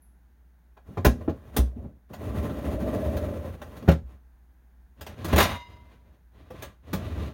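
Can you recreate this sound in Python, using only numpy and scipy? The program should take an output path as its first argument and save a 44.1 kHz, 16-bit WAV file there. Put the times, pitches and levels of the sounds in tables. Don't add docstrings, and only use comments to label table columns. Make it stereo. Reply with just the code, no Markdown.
import sys
import numpy as np
from scipy import signal
from scipy.fft import rfft, irfft, next_fast_len
from scipy.io import wavfile
from scipy.ndimage import uniform_filter1d

SR = 44100
rng = np.random.default_rng(int(sys.argv[2]) if len(sys.argv) > 2 else 0)


def transcribe(signal):
    frames = np.atleast_2d(signal).T
    limited = np.clip(frames, -1, 1)
    pcm = np.round(limited * 32767).astype(np.int16)
    wavfile.write(sys.argv[1], SR, pcm)


N = 323253
TIME = np.arange(N) / SR


def undb(db):
    return 10 ** (np.asarray(db) / 20)


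def level(x, db=0):
    return x * undb(db) / np.sqrt(np.mean(x ** 2))


def stereo_noise(size=N):
    return rng.standard_normal((2, size))


def over_hz(hz, points):
    point_hz, value = np.transpose(points)
    return np.interp(np.log(np.maximum(hz, 1)), np.log(point_hz), value)


def bins(size):
    return np.fft.rfftfreq(size, 1 / SR)


def colour(x, points):
    size = next_fast_len(x.shape[-1] + 4096, True) // 2 * 2
    cepstrum = irfft(np.log(undb(over_hz(bins(size), points))))
    cepstrum[1:size // 2] *= 2
    cepstrum[size // 2 + 1:] = 0
    return irfft(rfft(x, size) * np.exp(rfft(cepstrum)))[..., :x.shape[-1]]


def band(x, lo_hz, hi_hz):
    edges = [lo_hz, min(hi_hz, SR / 2 - 1)]
    return signal.sosfilt(signal.butter(3, edges, "band", fs=SR, output="sos"), x)


def ports(pair, apart_hz=900):
    mid, side = rfft(pair)
    hz = bins(pair.shape[-1])
    side = side * hz / np.hypot(hz, apart_hz)
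    return irfft(np.array([mid + side, mid - side]), pair.shape[-1])


def walk(rate):
    k = max(int(SR / rate), 1)
    steps = np.repeat(rng.standard_normal(N // k + 1), k)
    return level(uniform_filter1d(uniform_filter1d(steps, k), k)[:N])


def fade(t, t60):
    return np.exp(-np.log(1000) * t / t60)


def add(out, s, x):
    i = int(s * SR)
    out[:, i:i + x.shape[1]] += x[:, :N - i]


def ring(modes, t, scatter_db=2, apart_hz=1500):
    out = 0
    draws = rng.uniform(-1, 1, (len(modes), 2))
    for (hz, db, t60), (size, turn) in zip(modes, draws):
        lag = turn * min(hz / apart_hz, 1) * np.array([[1], [-1]]) * np.pi / 2
        out = out + undb(db + scatter_db * size) * fade(t, t60) * np.sin(2 * np.pi * hz * t + lag)
    return out


# (relative, per Hz)
AIR_COLOUR = [(18, -40.5), (30, -11.5), (61, -12.5), (73, -9.5), (88, -28.5), (170, -25), (449, -38),
              (486, -41.5), (822, -34), (1190, -42), (1590, -36.5), (2900, -53), (16000, -55)]


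def room_air(air_db=-63):
    air = colour(ports(stereo_noise()), AIR_COLOUR) * undb(0.5 * walk(0.73))
    return level(air, air_db)


def appliance_hum(hum_hz=59.8, hum_db=-56, waver_db=0.4):
    hum = np.sin(2 * np.pi * hum_hz * TIME + 0.48 * walk(3.4)) * undb(waver_db * walk(4.5))
    return level(hum, hum_db)


# pitch_hz, level_db (relative), t60_s
LID_MODES = [(9830, -6, 0.23), (10160, -4.5, 0.44), (11300, -10, 0.37), (13700, -14, .2)]


def glass_lid(start_s=0.02, level_db=-60.5):
    out = np.zeros((2, N))
    add(out, start_s, undb(level_db) * ring(LID_MODES, np.arange(SR // 2) / SR))
    return out


# pitch_hz, level_db (relative), t60_s
POT_MODES = [(969, -5, .72), (1012, -10, .4), (1061, -2, .45), (1394, -5, .25), (1560, -8, .4),
             (1809, -3, .36), (1933, -1, .33), (2040, -8, .42), (2073, -7.5, .7), (2132, -4, .33),
             (2342, -4, .28), (2595, -8, .28), (2842, -8, .5), (2891, -7, .47), (3016, -7, .35),
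             (3192, -21, .8), (3650, -8, .37), (3709, -7, .4), (3865, -16, .55), (4017, -10, .28),
             (4215, -18, .5), (4600, -14, .48), (4985, -12, .52), (6075, -18, .45), (6729, -19, .44),
             (9243, -21, .38)]
# start_s, level_db (relative)
POT_HITS = [(5.38, -29), (5.404, -35.5)]


def pots(split_hz=7, twin_db=-8, rattle_db=2, sustain=1.23):
    out, t = np.zeros((2, N)), np.arange(SR) / SR
    modes = [(hz, size, t60 * sustain) for hz, size, t60 in POT_MODES]
    twins = [(hz + split_hz * rng.uniform(-2.4, 4.4), size + twin_db, t60) for hz, size, t60 in modes]
    for s, db in POT_HITS:
        add(out, s, undb(db) * (ring(modes, t) + ring(twins, t)))
    return out * undb(rattle_db * walk(90))


# start_s, speed (share of its top speed)
GLIDE_SPEED = [(2.091, .02), (2.14, 0.24), (2.3, .6), (2.47, .62), (2.58, 0.42), (2.869, 1), (3.25, .76),
               (3.45, 0.46), (3.581, 0.18), (3.88, 0.17)]


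def speed():
    s, share = np.transpose(GLIDE_SPEED)
    return np.maximum(np.interp(TIME, s, share, left=0, right=0), 1e-5)


def whirr(rest_hz=504.4, rise_hz=99.5, top_speed_db=-34.5, db_per_decade=33.5, spin_up_s=0.88,
          width_hz=22, mismatch=.048):
    v = speed()
    turn = 2j * np.pi * np.cumsum(rest_hz + rise_hz * v) / SR
    narrow = signal.butter(2, width_hz, fs=SR, output="sos")
    tone = 0
    for ratio in (1 - mismatch, 1 + mismatch):
        noise = stereo_noise() + 1j * stereo_noise()
        tone = tone + np.real(signal.sosfilt(narrow, noise) * np.exp(ratio * turn))
    spun_up = np.clip((TIME - GLIDE_SPEED[0][0]) / spin_up_s, 0, 1)
    return level(ports(tone), top_speed_db) * undb(db_per_decade * np.log10(v)) * spun_up


# level_db (at top speed, before each band's trim), slope_db (per tenfold speed)
SPEED_GROWTH = [(-31.5, 18.5), (-32.5, 25.5), (-42, 14.5)]
# start_s, length_s, level_db (wood), grit_db
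SHIFTS = [(0.838, 0.22, -54.5, -55.5), (1.086, 0.17, -46, -56), (1.288, 0.38, -56.5, -59),
          (1.51, 0.05, -44.5, -46), (1.708, 0.16, -50, -65), (2.22, 0.25, -41.5, -47.5),
          (4.04, 0.083, -60, -60.5), (4.96, .18, -52.5, -55.5), (5.135, 0.15, -47, -50),
          (5.24, 0.25, -37.5, -38), (5.36, 0.087, -39.5, -24), (5.62, 0.32, -61.5, -63),
          (5.946, 0.205, -69, -74), (6.305, 0.22, -60.5, -63), (6.499, 0.164, -54, -53),
          (6.821, .1, -51, -55.5), (6.917, 0.36, -42, -47)]


def motion(attack_s=0.064, t60_s=0.31, rumble_over_wood_db=6.5):
    decades = np.log10(speed())
    power = np.array([undb(db + slope * decades) ** 2 for db, slope in SPEED_GROWTH])
    for start, length, db, grit_db in SHIFTS:
        rise = np.clip((TIME - start) / attack_s, 0, 1)
        push = rise * fade(np.maximum(TIME - start - length, 0), t60_s)
        power += np.outer(undb([db + rumble_over_wood_db, db, grit_db]), push) ** 2
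    return np.sqrt(power)


# (relative, per Hz)
ROLLING_COLOUR = [(24, -37.5), (40, -8.5), (75, 8), (147, -9), (243, -4.5), (455, -11.5), (600, -8),
                  (873, -24.5), (1070, -23.5), (1370, -28.5), (4460, -45.5), (6490, -47.5), (7540, -47),
                  (9940, -48.5), (16000, -52)]
# pitch_hz, gain_db
STEEL_BRIGHTENING = [(1000, 0.5), (4000, 7.5), (5500, 3), (15000, -3)]
# pitch_hz, level_db (relative), t60_s (knocks only)
TRAY_MODES = [(116.8, -3, 0.3), (163, -1, 0.18), (208.5, -10.5, 0.32), (237, -13, 0.32), (271.7, -5, 0.18),
              (354, -5.5, 0.13), (412, 1.5, 0.053), (553.6, -5, 0.2), (641, -3, 0.14), (746, -5.5, 0.057),
              (792, -6.5, 0.096), (1410, -3.5, 0.028), (1480, -3, 0.081), (1650, -5, 0.21)]


def rollers(rumble_db=1, wood_db=0, grit_db=-1, bump_db=2.05, grain_db=3.0, modes_share=0.16,
            wander_db=2.0, second_tray_s=4.5):
    rumble, wood, grit = motion()
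    grains = undb(grain_db * np.minimum(rng.exponential(size=N), 6))
    bumps = ports(stereo_noise() * grains)
    roll = colour(bumps * undb(bump_db * walk(45)), ROLLING_COLOUR)
    modes = 0
    for hz, db, _ in TRAY_MODES:
        resonance = signal.lfilter(*signal.iirpeak(hz, 20, fs=SR), roll)
        modes = modes + undb(db + wander_db * walk(8.5)) * resonance
    body = level(band(roll, 160, 900)) + modes_share * level(band(modes, 290, 1600))
    rasp = level(band(roll, 935, 20000), grit_db)
    rasp = np.where(TIME < second_tray_s, rasp, colour(rasp, STEEL_BRIGHTENING))
    bass = level(band(roll, 48, 170), rumble_db)
    return bass * rumble + level(body, wood_db) * wood + rasp * grit


# start_s, pitch_hz, level_db (before the rise and decay), t60_s
BOARD_BOOMS = [(0.975, 90.7, -25, 0.43), (1.06, 61, -5.5, 0.18), (1.066, 239.4, -20.5, 0.25),
               (1.279, 325, -9.5, 0.042), (1.28, 83.5, -19.5, 0.2), (1.587, 62.9, -9.5, 0.33),
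               (1.762, 239, -33.5, 0.13), (1.831, 65.7, -32, 0.24), (3.879, 76.5, -8, 0.26),
               (3.884, 163, -15, 0.17), (4.028, 62.8, -30.5, 0.4), (5.332, 77.2, -10, 0.32),
               (6.503, 510, -34.5, .14), (6.932, 190, -29.5, .3), (6.94, 85, -25.5, 0.31)]


def booms(rise_s=0.0045):
    out, t = np.zeros((2, N)), np.arange(SR // 2) / SR
    for s, hz, db, t60 in BOARD_BOOMS:
        swing = np.sin(2 * np.pi * hz * t)[None]
        add(out, s, undb(db) * (1 - np.exp(-t / rise_s)) * fade(t, t60) * swing)
    return out


def uneven(points, ripple_db, count=90):
    hz = np.geomspace(30, 16000, count)
    ripple = ripple_db * np.minimum(hz / 600, 1) * rng.uniform(-1, 1, count)
    return list(zip(hz, over_hz(hz, points) + ripple))


def contact_chatter(t, grain_db=3, chatter_s=0.0036, contact_t60=0.1):
    grains = undb(grain_db * np.repeat(rng.standard_normal(len(t) // 32 + 1), 32)[:len(t)])
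    after = np.maximum(t - chatter_s, 0)
    return ports(stereo_noise(len(t))) * level(grains) * fade(after, contact_t60)


# pitch_hz, t60_s
CABINET_DECAY = [(150, 0.21), (420, 0.24), (1100, 0.16), (3000, .18), (8000, 0.21), (16000, 0.11)]


def lingering(t, cabinet_db=-5, room_db=-32, room_t60=0.27, room_hz=6000):
    hz = bins(len(t))
    centres = np.geomspace(100, 16000, 8)
    shares = [np.interp(np.log(hz + 1), np.log(centres), row) for row in np.eye(len(centres))]
    air = rfft(ports(stereo_noise(len(t))))
    cabinet = sum(irfft(air * share) * fade(t, over_hz(f, CABINET_DECAY))
                  for f, share in zip(centres, shares))
    dull = 1 / (1 + (hz / room_hz) ** 2)
    return undb(cabinet_db) * cabinet + undb(room_db) * irfft(air * dull) * fade(t, room_t60)


# start_s, level_db (relative), hardness_db (per octave above 700 Hz),
# thud_db (bass added by the weight behind it)
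TRAY_KNOCKS = [(0.768, -46.5, -7, -14.5), (0.887, -49.5, -12, 19), (0.971, -27.5, -8, 5.5),
               (1.047, -15.5, -1.95, 4), (1.062, -21.5, -5, 10), (1.208, -43, -8, 1),
               (1.278, -22.5, -13, 4.5), (1.292, -38, -5.5, 2.5), (1.564, -26.5, 0.08, 9),
               (1.587, -28, -9, 12.5), (1.844, -45.5, -12.5, 17.5), (2.101, -45.5, -17, 12),
               (2.133, -36.5, -3.5, -6.5), (2.493, -32.5, -7, 10.5), (3.166, -37.5, -1.5, -5),
               (3.615, -34.5, -4.5, -7), (3.766, -54.5, 0.8, -2), (3.823, -44, -4.5, 16.5),
               (3.877, -21.5, -9, 1), (3.884, -14.5, -6.5, 5.5), (3.914, -29, -4, 2),
               (5.009, -41, -.6, 0.5), (5.064, -35.5, -2.3, -11), (5.244, -31.5, -1, 8),
               (5.281, -36, -2, 6), (5.327, -18, -5, 4), (5.359, -21, -1.5, 12.5), (5.38, -12, -2.5, -1.5),
               (5.401, -14, -2.5, -9.5), (5.424, -25, 0.05, -1), (6.503, -42.5, -4, 5),
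               (6.54, -39.5, -15.5, 2), (6.622, -33, -1.5, -3.5), (6.93, -27.5, -1.55, 8.5)]


def knocks(wood_db=-7, clack_db=-1, crack_db=-1, tick_db=-1, modes_db=-5, low_db=-5, rise_s=0.0018,
           ripple_db=5):
    out, t = np.zeros((2, N)), np.arange(SR // 2) / SR
    hz = np.array([230, 700, 2500, 10000])
    octaves = np.log2(np.maximum(hz / hz[1], 1))
    for s, blow_db, hardness, thud_db in TRAY_KNOCKS:
        noise = (contact_chatter(t) + lingering(t)) / 2
        trims = np.array([wood_db + thud_db, clack_db, crack_db, tick_db])
        levels = blow_db + hardness * octaves + trims
        db = levels - 10 * np.log10(2 * hz / SR)
        bass = [(30, db[0] - 39), (75, db[0] + low_db)]
        treble = [(5500, (db[2] + db[3]) / 2), (hz[3], db[3])]
        shape = [*bass, *zip(hz[:3], db[:3]), *treble]
        blow = list(zip(hz, levels))
        modes = [(f, size + modes_db + over_hz(f, blow), t60) for f, size, t60 in TRAY_MODES]
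        knock = colour(noise, uneven(shape, ripple_db)) + ring(modes, t)
        add(out, s, knock * (1 - np.exp(-t / rise_s)))
    return out


def panels(x, size=.17, longest_s=.009, lowest_hz=700, count=9):
    out, upper = x.copy(), band(x, lowest_hz, 17000)
    for side in range(2):
        for lag in (rng.uniform(.001, longest_s, count) * SR).astype(int):
            out[side, lag:] += size * upper[side, :N - lag]
    return out


def scene():
    background = room_air() + appliance_hum() + glass_lid()
    return background + pots() + whirr() + booms() + panels(rollers() + knocks())


# pitch_hz, left_db, right_db
PORT_RESPONSE = [(80, 1.96, -1.17), (214, 5.5, 3.5), (850, 1, 0), (2200, 1, -1.5), (3680, 1.5, 2),
                 (5200, -1, -6.5), (6740, 4.5, -12), (7550, -6.5, -11.5), (8800, -2.5, 1), (12000, 2, 0),
                 (14900, 9, -9)]


def record(dry, low_cut_hz=41, top_hz=15900):
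    hz, *sides = np.transpose(PORT_RESPONSE)
    heard = np.array([colour(x, list(zip(hz, db))) for x, db in zip(dry, sides)])
    heard = signal.sosfilt(signal.butter(3, low_cut_hz, "high", fs=SR, output="sos"), heard)
    return signal.sosfilt(signal.ellip(8, .2, 70, top_hz, fs=SR, output="sos"), heard)


dry = scene()
out = record(dry)
transcribe(out)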